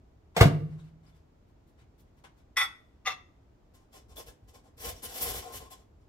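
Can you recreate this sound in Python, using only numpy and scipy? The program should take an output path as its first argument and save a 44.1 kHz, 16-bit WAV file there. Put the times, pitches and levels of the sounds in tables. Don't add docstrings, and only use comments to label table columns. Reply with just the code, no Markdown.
import sys
import numpy as np
from scipy import signal
from scipy.fft import rfft, irfft, next_fast_len
from scipy.io import wavfile

SR = 44100
rng = np.random.default_rng(int(sys.argv[2]) if len(sys.argv) > 2 else 0)


def persist_wave(psi):
    counts = np.round(np.clip(psi, -1, 1) * 32767).astype(np.int16)
    wavfile.write(sys.argv[1], SR, np.atleast_2d(counts).T)


def decibels_to_gain(level_db):
    exponent = np.asarray(level_db, float) / 20
    return 10 ** exponent


N = 268172

# freq_hz, level_db
HUM_SPECTRUM = [(12, -29.5), (20, 12.5), (70, -1.5), (172, -14), (310, -15), (459, -19.5), (527, -23.5),
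                (624, -21), (1660, -35), (2750, -40), (3530, -42), (7310, -47), (8890, -56), (14700, -54),
                (16000, -58)]
# freq_hz, likeness (0 to 1)
LIKENESS = [(30, 1), (70, 0.952), (150, 0.87), (300, 0.77), (600, 0.037), (1500, 0.011), (16000, 0.016)]
# freq_hz, t60_s
ROOM_T60 = [(60, 0.93), (250, 0.88), (700, .36), (2000, 0.33), (6000, 0.25), (15000, 0.11)]
# start_s, level_db, length_s
LEANS = [
    (4.031, -52.5, 0.157),
    (4.246, -52, 0.057),
    (4.409, -48.5, 0.035),
    (4.783, -47.5, 0.098),
    (4.853, -39, 0.032),
    (5.047, -44, 0.023),
    (5.205, -38.5, 0.098),
    (5.337, -38.5, 0.021),
    (5.518, -45.5, 0.095),
    (5.983, -57, 0.16),
]
# start_s, peak_db, length_s, brightness_db
MOVES = [(0.047, -83, 0.029, -2), (0.345, -48.5, 0.0208, -5.5), (0.596, -67, 0.29, -4),
         (0.688, -71, 0.0414, -9.5), (0.774, -62.5, 0.0272, -2), (0.833, -72.5, 0.019, 0.5),
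         (0.981, -73.5, 0.225, -3), (1.024, -68, 0.0303, -2.78), (1.062, -64, 0.032, -0.5),
         (1.138, -71, 0.0286, 2.5), (1.45, -74, 0.0557, 1.5), (1.664, -66.5, 0.0283, 8),
         (1.769, -63, 0.0495, -5), (1.975, -60.5, 0.0279, 9.5), (2.055, -74, 0.027, -5),
         (2.161, -64.5, 0.0268, 1), (2.237, -47, 0.0097, -6.5), (2.359, -63.5, 0.0436, 0.5)]
# start_s, peak_db, pitch_hz, t60_s
KNOCKS = [(0.79, -68.5, 3800, 0.0561), (0.8, -61, 3780, 0.0313), (1.125, -73.5, 3490, 0.054),
          (1.065, -64, 5040, 0.035), (1.8, -67.5, 3800, 0.0558), (2.244, -46, 900, .008),
          (2.246, -53, 2190, .01), (4.169, -43, 3430, 0.0293), (4.18, -49.5, 630, 0.073),
          (4.283, -63.5, 402, 0.048), (4.55, -60, 2230, .06), (4.285, -56, 1700, .05),
          (5.725, -63.5, 3456, 0.04)]
# start_s, peak_db, pitch_hz, length_s
SLIDES = [
    (5.444, -43.5, 724.8, 0.0321),
    (5.448, -50, 482.9, 0.0467),
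    (5.656, -58, 1103, 0.0335),
    (5.709, -58.5, 1050, 0.0374),
]
# start_s, peak_db, length_s, dish_grip_db
TUGS = [(3.733, -50.5, 0.0165, -3.5), (3.782, -70, 0.0517, 3.5), (3.91, -56.5, 0.0356, -0.05),
        (3.923, -48.5, 0.0503, -1.45), (4.079, -54.5, 0.0447, 1), (4.153, -37.5, 0.0416, -2.5),
        (4.255, -43, 0.027, -3), (4.471, -51.5, 0.023, -2.5), (4.529, -49.5, 0.029, 3.5),
        (4.628, -61, 0.047, 7.5), (4.765, -45.5, 0.038, -5.5), (4.795, -38.5, 0.03, -7),
        (4.828, -33, 0.0674, -2.5), (4.942, -50.5, 0.056, -3.5), (5.018, -32, 0.032, -6),
        (5.078, -40, 0.07, -3.5), (5.137, -34.5, 0.0481, -4.5), (5.189, -32, .03, -7),
        (5.203, -29.5, 0.035, -6.5), (5.244, -30.5, .025, -5.5), (5.273, -29.5, 0.036, -5),
        (5.325, -33, .06, -5), (5.41, -46.5, 0.1014, 5.5), (5.516, -36.5, 0.0543, -5.5),
        (5.594, -44, 0.0228, 5), (5.635, -54, 0.0244, -1), (5.697, -40.5, 0.02234, -2.5),
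        (5.769, -60.5, 0.0417, 3.5), (5.996, -69, 0.021, 7.5)]
# freq_hz, width_hz, level_db
FILM_PEAKS = [(1869, 510, -9), (3004, 220, -9), (3400, 200, -9), (5170, 250, -8), (5650, 350, -8),
              (7428, 600, -8)]
# freq_hz, width_hz, level_db
SIZZLE_PEAKS = [(10480, 600, -3.5), (11390, 500, -2), (13560, 1400, -1.5)]
# freq_hz, width_hz, level_db
DISH_PEAKS = [(279.4, 64, -10.5), (430.1, 30, 2.5), (494.4, 30, 2.5), (675.4, 190, -3.5), (1050, 25, .5)]
# start_s, peak_db, hardness_db_per_octave
SET_DOWN = [(2.561, -35, 3.5), (2.567, -19, 0.5), (2.5695, -7.5, -2.5), (2.576, -13.5, 0),
            (2.583, -11.5, 4), (2.590, -17, 1.5), (2.596, -13, 1.73), (2.601, -14.5, -0.8),
            (2.607, -15, -1), (2.613, -9, 4.5), (2.622, -12, -2.34), (2.631, -16, -1.86),
            (2.641, -19.5, -3.5), (2.651, -18, -3)]
# start_s, peak_db, hardness_db_per_octave
NUDGE = [(3.049, -48, 4), (3.054, -33, 3.5), (3.059, -20.5, 4.5), (3.064, -21.5, 4.5),
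         (3.068, -17.5, -1.95), (3.072, -19, -7.0), (3.079, -23.5, -1), (3.087, -26.5, -6),
         (3.093, -23.5, -2.55), (3.102, -25.5, -0.56), (3.110, -28, -1.57), (3.119, -26, -1.54),
         (3.128, -34, 0.6)]
# freq_hz, level_db, t60_s
BOWL = [(828, -20, 0.0654), (958, -20, 0.027), (1086, -18.5, 0.11), (1262, -12.5, 0.0261),
        (1341.5, -9.5, 0.0658), (1506, -19, 0.2083), (1839, -18, 0.0816), (1962.2, 2.5, .09),
        (2088, -10, 0.0023), (2170, -14, 0.0444), (2308, -19, 0.0674), (2420.5, -17, 0.059),
        (2580, -14, 0.049), (3429.7, -3.5, 0.0567), (3510, -7.5, .08), (3608, -11, .04)]
# freq_hz, width_hz, level_db
BOWL_TOP = [(4590, 87, -4), (4870, 31, 0), (5100, 60, -2), (5520, 70, -1), (6210, 89, -7), (6630, 44, -8),
            (7250, 40, -13), (8320, 280, -6), (9110, 29, -15), (9450, 61, -3), (10400, 52, -13),
            (11500, 100, -10), (12000, 31, -16), (12400, 28, -24), (13100, 68, -11), (14200, 62, -15),
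            (15400, 100, -15)]
# freq_hz, level_db, t60_s
PLATE = [(485, -20, 0.036), (591, -20, 0.046), (752, -12, 0.083), (1175.3, 1.5, .08), (1332, -12.5, 0.057),
         (1639, -15.5, 0.056), (1952.5, -1.5, 0.0445), (2018, -8, 0.046), (2066, -1, .05),
         (2132, -8.5, .05), (2300, -14.5, .05), (2672.7, -4, .12), (2845, -8, 0.056), (3392, -14, .04),
         (3494, -13, .035), (3695, -14, 0.044)]
# freq_hz, width_hz, level_db
PLATE_TOP = [(4130, 59, -5), (4470, 34, -3), (5170, 35, 0), (5580, 46, -5), (6220, 40, -7), (6620, 38, -5),
             (7560, 36, -18), (8150, 33, -14), (9390, 33, -18), (10200, 37, -17), (10900, 35, -24),
             (11500, 44, -19), (12100, 120, -20), (12800, 34, -26), (13500, 42, -23), (14100, 150, -30),
             (14900, 35, -32)]
# freq_hz, level_db_per_hz
GRIT = [(180, -66), (300, -38), (1150, -5.5), (1750, -16.5), (1964, -2.5), (2980, -22), (3520, -3),
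        (4020, -24), (6500, -27), (8000, -40), (16000, -52)]
# freq_hz, level_db, t60_s
BOOM = [(99.5, -2.5, .1), (197.4, -14.5, 0.055), (72, -12.5, .16), (147.4, -22, .45), (113.5, -16, .27),
        (159.7, -23, 1.1), (210.8, -25, .25), (280.63, -24, .4), (99.5, -27.5, .69), (229.7, -29, .4),
        (305, -28.5, 0.35), (261, -27, 0.3), (375.4, -20.5, 0.27)]
# freq_hz, level_db, t60_s
REBOUND = [(143, -12.5, 0.28), (216.4, -30, .25), (149.86, -19, .75), (279.4, -27, .35), (112, -21, .3)]
# start_s, peak_db, crack_t60_s
DOOR = [(0.3646, -11, 0.0084), (.370, -21, 0.0089), (.375, -17.5, 0.033), (.388, -24.5, 0.12),
        (0.401, -21.5, 0.019), (.408, -5, 0.014), (.412, -11, 0.013), (0.418, -11.5, 0.016),
        (.427, -15.5, 0.016), (.436, -20, 0.036), (.452, -24, 0.11)]
# freq_hz, level_db, t60_s
CASE = [(405, -20.5, 0.3), (409, -4, 0.083), (517, -23, 0.2), (608, -24, 0.16), (668, -13, 0.2),
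        (721, -15, 0.25), (1034, -24, 0.19), (549, -22, .15)]
# freq_hz, level_db, t60_s
LATCH = [(668, -1, .04), (735, -2.5, 0.04), (145, -11, 0.05), (404, -16, 0.025), (1457, -17, 0.034),
         (2117, -7.5, 0.019), (3500, -20, 0.025), (8070, -21, 0.013)]
# freq_hz, level_db_per_hz
CRACK = [(190, -31.5), (330, -10), (700, -5), (900, -13), (1450, -11), (2140, -17), (3800, -20),
         (6000, -26.5), (8200, -29), (16000, -32.5)]


def rms_one(x):
    return x / np.sqrt(np.mean(x ** 2) + 1e-20)


def at_hz(points, hz):
    table_hz, value = np.array(points).T
    return np.interp(np.log(hz), np.log(table_hz), value)


def filtered(x, order, edge_hz, kind="low"):
    return signal.sosfilt(signal.butter(order, edge_hz, kind, fs=SR, output="sos"), x)


def pair(n):
    hz = np.maximum(np.arange(n // 2 + 1) * SR / n, 1)
    mid, side = rfft(rng.standard_normal((2, n)))
    alike = np.clip(at_hz(LIKENESS, hz), 0, 1)
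    return np.sqrt(1 + alike) * mid + np.sqrt(1 - alike) * side * [[1], [-1]], hz


def coloured(spectrum):
    n = next_fast_len(N)
    both, hz = pair(n)
    return rms_one(irfft(both * decibels_to_gain(at_hz(spectrum, hz)), n)[:, :N])


def ring(clicks, hz, t60_s):
    r = decibels_to_gain(-60 / (t60_s * SR))
    w = 2 * np.pi * hz / SR
    return signal.lfilter([0, np.sin(w)], [1, -2 * r * np.cos(w), r * r], clicks + 1e-18)


def strike(start_s, level_db, modes, spread_db, hard_db=0., pivot_hz=2000):
    at = np.round(np.array(start_s) * SR).astype(int)
    first, out = at.min(), np.zeros(N)
    luck = rng.standard_normal((len(at), len(modes)))
    for k, (hz, db, t60_s) in enumerate(modes):
        clicks = np.zeros(int(1.5 * SR))
        tilt_db = hard_db * np.log2(hz / pivot_hz)
        clicks[at - first] = decibels_to_gain(level_db + db + spread_db * luck[:, k] + tilt_db)
        out[first:first + len(clicks)] += ring(clicks, hz, t60_s) * (-1) ** k
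    return out


def burst(start_s, level_db, rise_s, hold_s, t60_s):
    out = np.zeros(N)
    for s, db, rise, hold, t60 in np.broadcast(start_s, level_db, rise_s, hold_s, t60_s):
        i = int(s * SR)
        t = np.arange(min(N - i, SR // 2)) / SR
        fall_db = 60 * np.maximum(t - hold, 0) / t60
        out[i:][:len(t)] += decibels_to_gain(db - fall_db) * (1 - np.exp(-t / rise)) ** 2
    return out


def wander(step):
    knots = N // step + 2
    return np.interp(np.arange(N) / step, np.arange(knots), rng.standard_normal(knots))


def crackle(peaks, low_hz, high_hz, per_s, uneven_db, broad, shift_db=3.5):
    snaps = (rng.random(N) < per_s / SR) * rng.choice([-1, 1], N)
    snaps = snaps * decibels_to_gain(uneven_db * np.minimum(rng.exponential(1, N), 4))
    snaps = snaps * decibels_to_gain(2 * wander(300))
    out = broad * snaps
    for hz, width_hz, db in peaks:
        r = np.exp(-np.pi * width_hz / SR)
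        poles = [1, -2 * r * np.cos(2 * np.pi * hz / SR), r * r]
        peak = signal.lfilter([(1 - r * r) / 2, 0, (r * r - 1) / 2], poles, snaps)
        out = out + decibels_to_gain(db + shift_db * wander(1500)) * peak
    return rms_one(filtered(out, 2, [low_hz, min(high_hz, .45 * SR)], "band"))


def place(x, pan_db, lag):
    i = np.arange(N)
    left = np.interp(i - lag / 2, i, x) * decibels_to_gain(pan_db / 2)
    right = np.interp(i + lag / 2, i, x) * decibels_to_gain(-pan_db / 2)
    return np.array([left, right])


def room_hum():
    return decibels_to_gain(-53.5) * coloured(HUM_SPECTRUM)


def kitchen(x):
    n = 1 << 15
    both, hz = pair(n)
    t, tail = np.arange(n) / SR, 0
    cupboards = decibels_to_gain(10.0 - 60 * t / 0.081)
    next_room = decibels_to_gain(-19.5 - 60 * t / 0.64)
    for centre_hz in 40 * 2 ** np.arange(0, 9, .5):
        band = np.maximum(1 - 2 * np.abs(np.log2(hz / centre_hz)), 0)
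        decay = decibels_to_gain(-60 * t / at_hz(ROOM_T60, centre_hz))
        tail = tail + irfft(both * band, n) * (decay + cupboards + next_room)
    tail = tail * (1 - np.exp(-(t / .002) ** 2))
    return signal.fftconvolve(x[None], tail / np.sqrt(np.sum(tail ** 2)), axes=1)[:, :N]


def counter_shake():
    s, db, length_s = np.transpose(LEANS)
    lumps = coloured([(15, -29), (32, 1.0), (50, 10.5), (75, 1.5), (110, -6.5), (170, -20.5), (400, -58.5)])
    return burst(s, db, 0.013, length_s, .25) * lumps


def moves():
    s, peak_db, length_s, bright_db = np.transpose(MOVES)
    rise_s, t60_s, uneven_db = length_s / 5, .1, 2.5
    brush = crackle([(3800, 59, 0.1)], 1800, 7700, 22000, uneven_db, broad=1.0)
    hiss = crackle(SIZZLE_PEAKS, 8800, 17000, 12000, uneven_db, broad=0.79)
    scuff = crackle([(953, 67, 0.11)], 490, 2378, 3700, uneven_db, broad=1.0)
    out = burst(s, peak_db - 17.5, rise_s, length_s, t60_s) * brush
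    out += burst(s, peak_db + bright_db - 24.5, rise_s, length_s, t60_s) * hiss
    return out + burst(s, peak_db - bright_db - 15, rise_s, length_s, t60_s) * scuff


def knocks():
    out = np.zeros(N)
    for s, db, hz, t60_s in KNOCKS:
        touch = np.zeros(N)
        touch[round(s * SR):][:4] = decibels_to_gain(db) / 4
        out += ring(touch, hz, t60_s)
    return out


def slides():
    out = np.zeros(N)
    for s, db, hz, length_s in SLIDES:
        t = np.arange(int(length_s * SR)) / SR
        swell = np.sin(np.pi * t / length_s) ** 2
        out[int(s * SR):][:len(t)] += decibels_to_gain(db) * swell * np.sin(2 * np.pi * hz * t)
    return out


def film():
    s, peak_db, length_s, grip_db = np.transpose(TUGS)
    rise_s = 0.00976
    sizzle_db = 0.36 * (peak_db + 38) - 0.23 * grip_db - 8
    creases = crackle(FILM_PEAKS, 1430, 9000, 4000, uneven_db=3.0, broad=0.78, shift_db=5.5)
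    sizzle = crackle(SIZZLE_PEAKS, 8000, 19000, 7000, uneven_db=2.5, broad=0.3, shift_db=2.5)
    rub = crackle(DISH_PEAKS, 218.5, 1070, 3000, uneven_db=2.0, broad=0.423, shift_db=4.0)
    out = burst(s, peak_db - 16.0, rise_s, length_s, 0.1467) * creases
    out += burst(s, peak_db + sizzle_db - 8.5, rise_s, length_s, 0.091) * sizzle
    return out + burst(s, peak_db + grip_db - 15, rise_s, length_s, 0.1476) * rub


def crockery(contacts, main, top, level_db, top_db, top_t60_s, grit_db, tilt_db, dulling_db):
    s, peak_db, hard_db = np.transpose(contacts)
    grit = burst(s, peak_db + grit_db, .0008, 0.0081, 0.019) * coloured(GRIT)[0]
    pairs = [(hz + side * width_hz / 3, db + top_db, top_t60_s)
             for hz, width_hz, db in top for side in (-1, 1)]
    body = filtered(strike(s, peak_db + level_db, main, 2.7, hard_db), 2, 5200)
    shine_hard_db = tilt_db - dulling_db * (s - s[0])
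    shine = strike(s, peak_db + level_db, pairs, 3.0, shine_hard_db, pivot_hz=4000)
    return filtered(body + shine + grit, 2, 450, "high")


def door_boom():
    slam = strike([.4093], -1.5, BOOM, spread_db=0)
    rebound = strike([.4538], .1, REBOUND, spread_db=0.5)
    return filtered(rebound - slam, 1, 500)


def door():
    s, peak_db, t60_s = np.transpose(DOOR)
    heavy = s > .39
    case = strike(s[heavy], peak_db[heavy] - 17.0, CASE, spread_db=2.5)
    latch = strike(s, peak_db - 6, LATCH, spread_db=4.5)
    crack = burst(s, peak_db - 7.5, 0.0013, 0.0042, t60_s) * coloured(CRACK)[0]
    return case + latch + crack


def scene():
    oven, low = door(), door_boom()
    dishes = crockery(SET_DOWN, BOWL, BOWL_TOP, level_db=-15.0, top_db=-15, top_t60_s=0.035,
                      grit_db=-25, tilt_db=8.0, dulling_db=70.0)
    dishes += crockery(NUDGE, PLATE, PLATE_TOP, level_db=-14.5, top_db=-2, top_t60_s=0.03,
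                       grit_db=-19, tilt_db=4.5, dulling_db=70.0)
    cook = film() + moves() + knocks() + slides()
    other_hand = film()
    direct = place(oven, -.2, 6.5) + place(low, -.2, 18.0) + place(dishes, 3.5, -2.5)
    direct += place(cook, 8.4, -10.0) + place(other_hand, -3.2, -7.5)
    wet = kitchen(oven + decibels_to_gain(-13.5) * low + decibels_to_gain(-1.5) * dishes + decibels_to_gain(4.5) * cook)
    return direct + wet + counter_shake() + room_hum()


def roll_off(x):
    return signal.sosfilt(signal.butter(12, 15870, fs=SR, output="sos"), x)


def record(dry):
    heard = filtered(dry, 3, 58, "high")
    rounded = 1.525 * np.tanh(heard / 1.44)
    top_edge = signal.ellip(8, .3, 50, 15920, fs=SR, output="sos")
    return roll_off(signal.sosfilt(top_edge, rounded))


dry = scene()
out = record(dry)
persist_wave(out)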